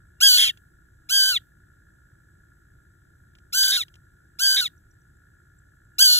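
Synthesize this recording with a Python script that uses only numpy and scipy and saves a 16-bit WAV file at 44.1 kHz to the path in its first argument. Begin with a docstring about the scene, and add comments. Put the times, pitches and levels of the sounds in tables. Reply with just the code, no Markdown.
"""Low outdoor rumble, hiss and the camera's own faint buzz, on dry open ground. Almost at once a small
heron, pinned by a hawk close to the camera's microphone, gives the first of five squawks.
Its syrinx sings a high arched tone, hoarse with turbulent air, that drops away as the tension goes;
in three of the squawks the voice breaks into a rasp. Dry straw snaps now and then, and in the second
half come faint far chips, perhaps of an insect."""
import sys
import numpy as np
from scipy import signal
from scipy.fft import rfft, irfft, next_fast_len
from scipy.io import wavfile

SR = 44100
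rng = np.random.default_rng(int(sys.argv[2]) if len(sys.argv) > 2 else 0)


def log_audio(samples):
    """Write samples as a 16-bit WAV file to the path given in sys.argv[1]."""
    # one column per channel
    frames = np.atleast_2d(samples).T
    # limit to full scale, then quantise
    limited = np.clip(frames, -1, 1)
    pcm = np.round(limited * 32767).astype(np.int16)
    wavfile.write(sys.argv[1], SR, pcm)


N = 272979
TIME = np.arange(N) / SR
BAND_LIMIT_HZ = 15750

# rumble of the open ground: f/Hz, relative level/dB
RUMBLE_SPECTRUM = [(12, -49), (20, -16), (40, -6), (65, -1.5), (118, -3.5), (183, -13), (239, -22.5),
                   (340, -17), (460, -33.5), (526, -34), (761, -39), (1100, -42.5), (1430, -63.5),
                   (2420, -120)]
# likeness of the rumble on left and right: f/Hz, correlation (-1 to 1)
RUMBLE_LIKENESS = [(30, .98), (130, .98), (230, .75), (380, .1), (600, -.5), (1100, -.6)]
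# steady hiss: f/Hz, relative level/dB
HISS_SPECTRUM = [(300, -26.5), (1100, -4.5), (2500, 0), (4700, 0), (7000, 1), (7900, 13), (8700, -3),
                 (10000, -3), (12000, 3), (13400, 3), (15800, -15)]
# resonances of the lens motor: f/Hz, width/Hz, relative level/dB
MOTOR_MODES = [(1431.4, 120, 5), (1675, 170, 3)]
# what the camera housing passes: f/Hz, relative level/dB
HOUSING_SPECTRUM = [(900, -20), (1250, 0), (1850, 0), (2200, -20)]
# the heron's calls: t/s, length/s, crest f/Hz, held f/Hz (both at full tension), settles after/s,
# level/dB, overtone fade/(dB/s), then as offsets: fundamental/dB, its change once settled/dB,
# octave/dB, high overtones/dB, hoarseness/dB; last, beak resonance start f/Hz, end f/Hz
SQUAWK_CALLS = [(0.203, 0.307, 1700, 1471, 0.076, -21.5, -30, -0.5, -17, 1.5, 6, -3.5, 5300, 3400),
                (1.089, 0.292, 1616, 1550, 0.090, -26.5, 0, -4.5, 3, -1.5, 2.5, -5, 5400, 3650),
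                (3.524, 0.312, 1566, 1534, 0.097, -27.5, -5, -2, 0, -4, 5, -2, 5200, 3600),
                (4.387, 0.292, 1620, 1547, 0.079, -26.5, -5, -3, 1, -5.5, 2.5, -5.5, 5300, 3500),
                (5.982, 0.308, 1646, 1449, 0.079, -19, -50, -8, -15, -3, 5, -7, 4850, 3850)]
# fixed resonances of the windpipe: f/Hz, half-width/Hz, boost/dB
WINDPIPE_MODES = [(3240, 100, 8), (6250, 170, 5.5)]
# colour of the fourth partial and above: f/Hz, relative level/dB
OVERTONE_SPECTRUM = [(4000, 13), (5200, -4), (6300, -7.5), (7900, -4.5), (9300, -10.5), (11000, -12),
                     (12600, -3), (14200, -13), (16000, -22)]
# last squeak of the third partial as a squawk dies: t/s, level/dB, half-length/s
END_SQUEAKS = [(0.497, -20, .008), (1.366, -17.5, .009), (3.813, -23.5, .011), (4.661, -23, .008)]
# turbulent air through throat and beak: f/Hz, relative level/dB
BREATH_SPECTRUM = [(300, -32.5), (650, -31), (1050, -41.5), (1550, -1.5), (1950, -21), (2650, -23),
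                   (3100, 6.5), (3700, 3), (4700, 11.5), (5400, 3), (7300, 1.5), (8800, -1), (11300, 0.5),
                   (13500, -3.5), (15800, -13.5)]
# breaks in the voice: start t/s, end t/s, level/dB, throat resonance start f/Hz, end f/Hz, pitch jump/Hz
VOICE_BREAKS = [(0.319, 0.357, -28, 3250, 3177, 1.5), (0.372, 0.378, -17.5, 3200, 3177, 44),
                (.383, 0.449, -16.5, 3426, 3146, 148.5), (0.449, .486, -23, 3200, 3000, -2),
                (3.634, 3.640, -22, 3550, 3490, 75), (3.67, 3.678, -27, 3567, 3434, 44.5),
                (3.717, 3.772, -21, 3750, 3700, 89), (4.565, 4.608, -19, 3800, 3793, 72.5)]
# spitting noise in a rasp: f/Hz, relative level/dB
SPIT_SPECTRUM = [(300, -27), (650, -18), (1050, -24.5), (1700, 4.5), (2300, 7.5), (4500, -3.5),
                 (6500, -12.5), (15000, -23.5)]
# decay of the echoes from ground and plants: f/Hz, time to fall 60 dB/s
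ECHO_DECAY = [(500, .5), (3000, .2), (5000, .22), (8000, .45), (14000, .7)]
# small snaps of dry straw: t/s, peak level/dB
STRAW_SNAPS = [(0.5746, -44), (3.353, -47), (3.3864, -52), (3.8832, -44.5), (3.9418, -45), (3.956, -45.5)]
# resonances of a dry stalk: f/Hz, half-width/Hz, relative level/dB
STALK_MODES = [(2955, 520, 2.5), (3790, 2400, -7), (5330, 330, -28)]
# chips in the distance: t/s, peak level/dB, f/Hz
FAR_CHIPS = [(4.766, -66.5, 7300), (4.781, -64, 5870), (4.914, -60.5, 5860), (4.941, -65.5, 7400),
             (5.018, -68, 5900), (5.17, -65.5, 7350), (5.59, -58, 7430), (5.852, -66, 7400)]
# the recorder's stereo processing: f/Hz, phase lead of the left channel over the right/rad
STEREO_PHASE = [(0, 0), (1550, 0.8), (2100, -0.13), (2800, 4.33), (3300, 0.64), (3750, 1.14), (4400, 2.64),
                (4800, 3.2), (5600, 4.58), (6700, 6.21), (8850, 9.42), (11000, 12.53), (13200, 15.72),
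                (15000, 18.84)]


def amp(db):
    """Decibels to gain."""
    return 10 ** (np.asarray(db) / 20)


def unit(x):
    """Scales to rms 1."""
    return x / np.sqrt(np.mean(x ** 2) + 1e-20)


def read(points, hz):
    """Reads a table on a log-frequency axis."""
    f, value = np.transpose(points)
    return np.interp(np.log(hz + 1), np.log(f + 1), value)


def add(mix, s, sound):
    """Mixes a sound in at time s."""
    part = mix[max(round(s * SR), 0):][:len(sound)]
    part += sound[:len(part)]


def colour(x, points):
    """Filters by a spectrum table; rms 1."""
    return unit(irfft(rfft(x) * amp(read(points, np.fft.rfftfreq(len(x), 1 / SR))), len(x)))


def wobble(size, hz):
    """Up to a second of random motion, rolling off above hz; rms about 1."""
    f = np.fft.rfftfreq(SR, 1 / SR)
    return unit(irfft(rfft(rng.standard_normal(SR)) / (1 + (f / hz) ** 4), SR))[:size]


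def resonate(x, hz, width):
    """A resonance of gain 1 at its centre."""
    turn = np.exp(2j * np.pi * np.cumsum(np.full(len(x), hz)) / SR)
    pole = np.exp(-np.pi * width / SR)
    return 2 * (turn * signal.lfilter([1 - pole], [1, -pole], x / turn + 1e-18)).real


def ring(x, modes):
    """Resonances side by side, each applied twice for a narrower, steeper peak."""
    return sum(amp(db) * resonate(resonate(x, hz, width), hz, width) for hz, width, db in modes)


def bell(hz, centre_hz, half_width):
    """A resonance curve: 1 at its centre, 0.5 at one half-width off."""
    return 1 / (1 + ((hz - centre_hz) / half_width) ** 2)


def gate(t, start, end, edge=.0015):
    """1 between start and end, with short ramps."""
    return np.clip((t - start) / edge + .5, 0, 1) * np.clip((end - t) / edge + .5, 0, 1)


def outdoor_rumble(mid_db=-57.5, gust_db=.5):
    """Low rumble that swells a little with the air; its bass is alike on both sides."""
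    hz = np.fft.rfftfreq(N, 1 / SR)
    likeness = read(RUMBLE_LIKENESS, hz)
    mid, side = rfft(rng.standard_normal((2, N))) * amp(read(RUMBLE_SPECTRUM, hz))
    side = side * np.sqrt((1 - likeness) / (1 + likeness))
    drift = np.interp(TIME, np.linspace(0, TIME[-1], SR), wobble(SR, 30))  # stretched over the scene
    gusts = unit(amp(gust_db * drift))
    return irfft(np.array([mid + side, mid - side]), N) * gusts * amp(mid_db) / irfft(mid, N).std()


def steady_hiss(level_db=-74):
    """A thin, even hiss under everything."""
    return amp(level_db) * colour(rng.standard_normal(N), HISS_SPECTRUM)


def lens_buzz(mid_db=-65, rate_hz=60, spread=.45, chatter_s=.004):
    """In the camera itself the lens motor is nudged, never quite on the beat, and rings at two pitches."""
    beats = np.arange(.001, TIME[-1] - .01, 1 / rate_hz)
    kick_times = abs(beats + .0005 * rng.standard_normal(len(beats)))
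    kicks = np.zeros(N)
    kicks[(kick_times * SR).astype(int)] = amp(1.2 * rng.standard_normal(len(beats)))
    chatter = signal.lfilter([1], [1, -np.exp(-1 / (chatter_s * SR))], kicks)
    mid_drive = kicks + .05 * (chatter + .27) * rng.standard_normal(N)
    side_drive = (chatter + .3) * rng.standard_normal(N)
    mid, side = (colour(ring(drive, MOTOR_MODES), HOUSING_SPECTRUM) for drive in (mid_drive, side_drive))
    return amp(mid_db) * np.array([mid + spread * side, mid - spread * side])


def syrinx_tension(age, length, scoop=.34, scoop_s=.014, drop_s=.08):
    """Tension of the syrinx, 0-1: a quick scoop up, a hold, a drop at the end."""
    remaining = np.clip((length - age) / drop_s, .06, 1)
    return (1 - scoop * np.exp(-age / scoop_s)) * remaining ** .168


def syrinx(hz, gains, chaos, flutter=.009, growl=.16):
    """The syrinx sings an unsteady harmonic tone and chops the air into puffs; returns both."""
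    surges = np.clip(wobble(len(hz), 150), -.4, 1.6)  # brief throbs lift pitch, tone and air together
    tremor = unit(surges - surges.mean())
    jitter = (.006 + .03 * chaos) * wobble(len(hz), 900)  # uneven cycles blur the upper partials most
    cycles = np.cumsum(hz * (1 + flutter * tremor + jitter)) / SR
    # cycles tend to group in threes, which puts wandering sidebands between the partials
    triplets = 2 * np.pi * (cycles / 3 + np.cumsum(45 * wobble(len(hz), 60)) / SR)
    flicker = .75 * tremor + .5 * wobble(len(hz), 250)
    tone = 0
    for k, gain in enumerate(gains, 1):
        unrest = min(k / 3, 2)
        shimmer = unit(amp(unrest * (flicker + .6 * wobble(len(hz), 210))))
        sidebands = 1 + growl * unrest * np.cos(triplets + 2 * np.pi * rng.random())
        partial = np.sqrt(2) * np.sin(2 * np.pi * (k * cycles + rng.random()))
        tone = tone + gain * shimmer * sidebands * partial
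    airflow = (1 + .7 * np.cos(2 * np.pi * cycles)) * amp(1.4 * flicker)
    return tone, airflow * rng.standard_normal(SR)[:len(hz)]


def squawk(start, length, crest_hz, held_hz, settle_s, level_db, fade_db_per_s, fundamental_db,
           thinning_db, octave_db, high_db, hoarse_db, beak_start_hz, beak_end_hz,
           full_break_hz=77, low_cut_hz=1470, attack_s=.009, release_s=.0021):
    """One call at close range: tension sets pitch and level, windpipe and beak colour the tone."""
    age = np.arange(0, length + .02, 1 / SR)
    t = start + age
    tension = syrinx_tension(age, length)
    slack = 1 - tension
    settled = 1 / (1 + np.exp((settle_s - age) / .018))  # the crest gives way to the held pitch
    jump = sum(gate(t, first, last, edge=.005) * jump_hz for first, last, *_, jump_hz in VOICE_BREAKS)
    chaos = np.minimum(jump / full_break_hz, 1)
    hz = (crest_hz + (held_hz - crest_hz) * settled + jump) * tension
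    effort_db = level_db - 52 * slack
    partials = np.arange(1, 15)[:, None] * hz
    beak_hz = np.interp(age, [0, length], [beak_start_hz, beak_end_hz])  # sinks as the beak closes
    partial_db = 10 * bell(partials, beak_hz, half_width=263)
    partial_db += sum(db * bell(partials, f, half_width) for f, half_width, db in WINDPIPE_MODES)
    low_cut_db = 58 * np.minimum(np.log2(hz / low_cut_hz), 0)  # so small a throat hardly radiates lows
    partial_db[0] += fundamental_db + thinning_db * settled + low_cut_db
    partial_db[1] += octave_db + 19 * slack  # a slack syrinx favours the octave
    partial_db[1:] += fade_db_per_s * age
    partial_db[3:] += high_db - 34 * age + read(OVERTONE_SPECTRUM, partials[3:])  # the call grows duller
    gains = amp(effort_db - 8 * chaos + partial_db) * (partials < BAND_LIMIT_HZ)
    squeak = sum(amp(db) * np.exp(-((t - s) / half) ** 2) for s, db, half in END_SQUEAKS)
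    gains[2] = np.maximum(gains[2], squeak)
    tone, puffs = syrinx(hz, gains, chaos)
    # the call grows hoarser, but a slack syrinx passes less air
    air = amp(effort_db + hoarse_db + 18 * age - 16.5 * slack) * colour(puffs, BREATH_SPECTRUM)
    envelope = np.minimum(age / attack_s, 1) * np.exp(-np.maximum(age - length, 0) / release_s)
    return start, (tone + air) * envelope


def ground_echoes(x, level_db=-27, echoes_per_s=3000):
    """Weak scattered echoes from the ground and plants, different on each side."""
    taps = rng.choice([-1., 1.], (2, SR)) * (rng.random((2, SR)) < echoes_per_s / SR)
    hz, t, spectrum = signal.stft(taps, SR, nperseg=256)
    decay = amp(-60 * t / read(ECHO_DECAY, hz)[:, None])
    early_lift = 1 + 5 * np.exp(-t / .014)
    tail = signal.istft(spectrum * decay * early_lift, SR, nperseg=256)[1]
    return amp(level_db) * signal.fftconvolve(x[None], tail / np.linalg.norm(tail[0]), axes=1)[:, :N]


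def rasp(start, end, db, first_hz, last_hz, burst_hz=290, swerve=.037, spit_db=-17):
    """The voice breaks: irregular bursts of a few milliseconds swell and collapse in the throat."""
    t = np.arange(start - .002, end + .002, 1 / SR)
    size = len(t)
    bursts = np.cumsum(burst_hz * np.exp(.27 * wobble(size, 200))) / SR
    swell = abs(np.sin(np.pi * bursts)) ** .8
    hz = np.interp(t, [start, end], [first_hz, last_hz]) * (1 + swerve * wobble(size, 530))
    slip = rng.normal(0, .18, 200)[bursts.astype(int) % 200]  # each burst starts a little out of step
    throat = unit(swell * np.sin(2 * np.pi * (np.cumsum(hz) / SR + slip)))
    spit = colour(swell * rng.standard_normal(size), SPIT_SPECTRUM)
    return t[0], amp(db) * (throat + amp(spit_db) * spit) * gate(t, start, end)


def straw_snaps(decay_s=.0037):
    """Each snap is a brief crackle that rings a dry stalk."""
    out, t = np.zeros(N), np.arange(1200) / SR
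    modes = [(hz, 2 * half_width, db) for hz, half_width, db in STALK_MODES]
    for s, db in STRAW_SNAPS:
        snap = ring(rng.standard_normal(len(t)) * np.exp(-t / decay_s), modes)
        add(out, s - .001, amp(db) * snap / abs(snap).max())
    return out


def far_chips(length_s=.012):
    """Short pure pips from far off, perhaps an insect."""
    out, t = np.zeros(N), np.arange(0, length_s, 1 / SR)
    for s, db, hz in FAR_CHIPS:
        add(out, s - length_s / 2, amp(db) * np.hanning(len(t)) * np.sin(2 * np.pi * hz * t))
    return out


def stereo_processing(x):
    """The recorder shifts the left channel's phase ahead of the right, widening the calls and hiss."""
    size = next_fast_len(N + SR)
    lead = np.interp(np.fft.rfftfreq(size, 1 / SR), *np.transpose(STEREO_PHASE))
    return irfft(rfft(x, size) * np.exp(.5j * np.array([lead, -lead])), size)[:, :N]


def scene():
    """The heron close in front of the microphone, with quiet open ground all round."""
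    heron = np.zeros(N)
    for call in SQUAWK_CALLS:
        add(heron, *squawk(*call))
    for *burst, _ in VOICE_BREAKS:
        add(heron, *rasp(*burst))
    widened = stereo_processing(steady_hiss() + heron + straw_snaps() + far_chips())
    return widened + ground_echoes(heron) + outdoor_rumble() + lens_buzz()


def record(dry, ceiling=.9):
    """The recorder clips any peak over its ceiling, then cuts the top of the treble."""
    clipped = np.clip(dry, -ceiling, ceiling)
    lowpass = signal.firwin(511, BAND_LIMIT_HZ, window=("kaiser", 9), fs=SR)
    return signal.oaconvolve(clipped, lowpass[None], "same")


dry = scene()
out = record(dry)
log_audio(out)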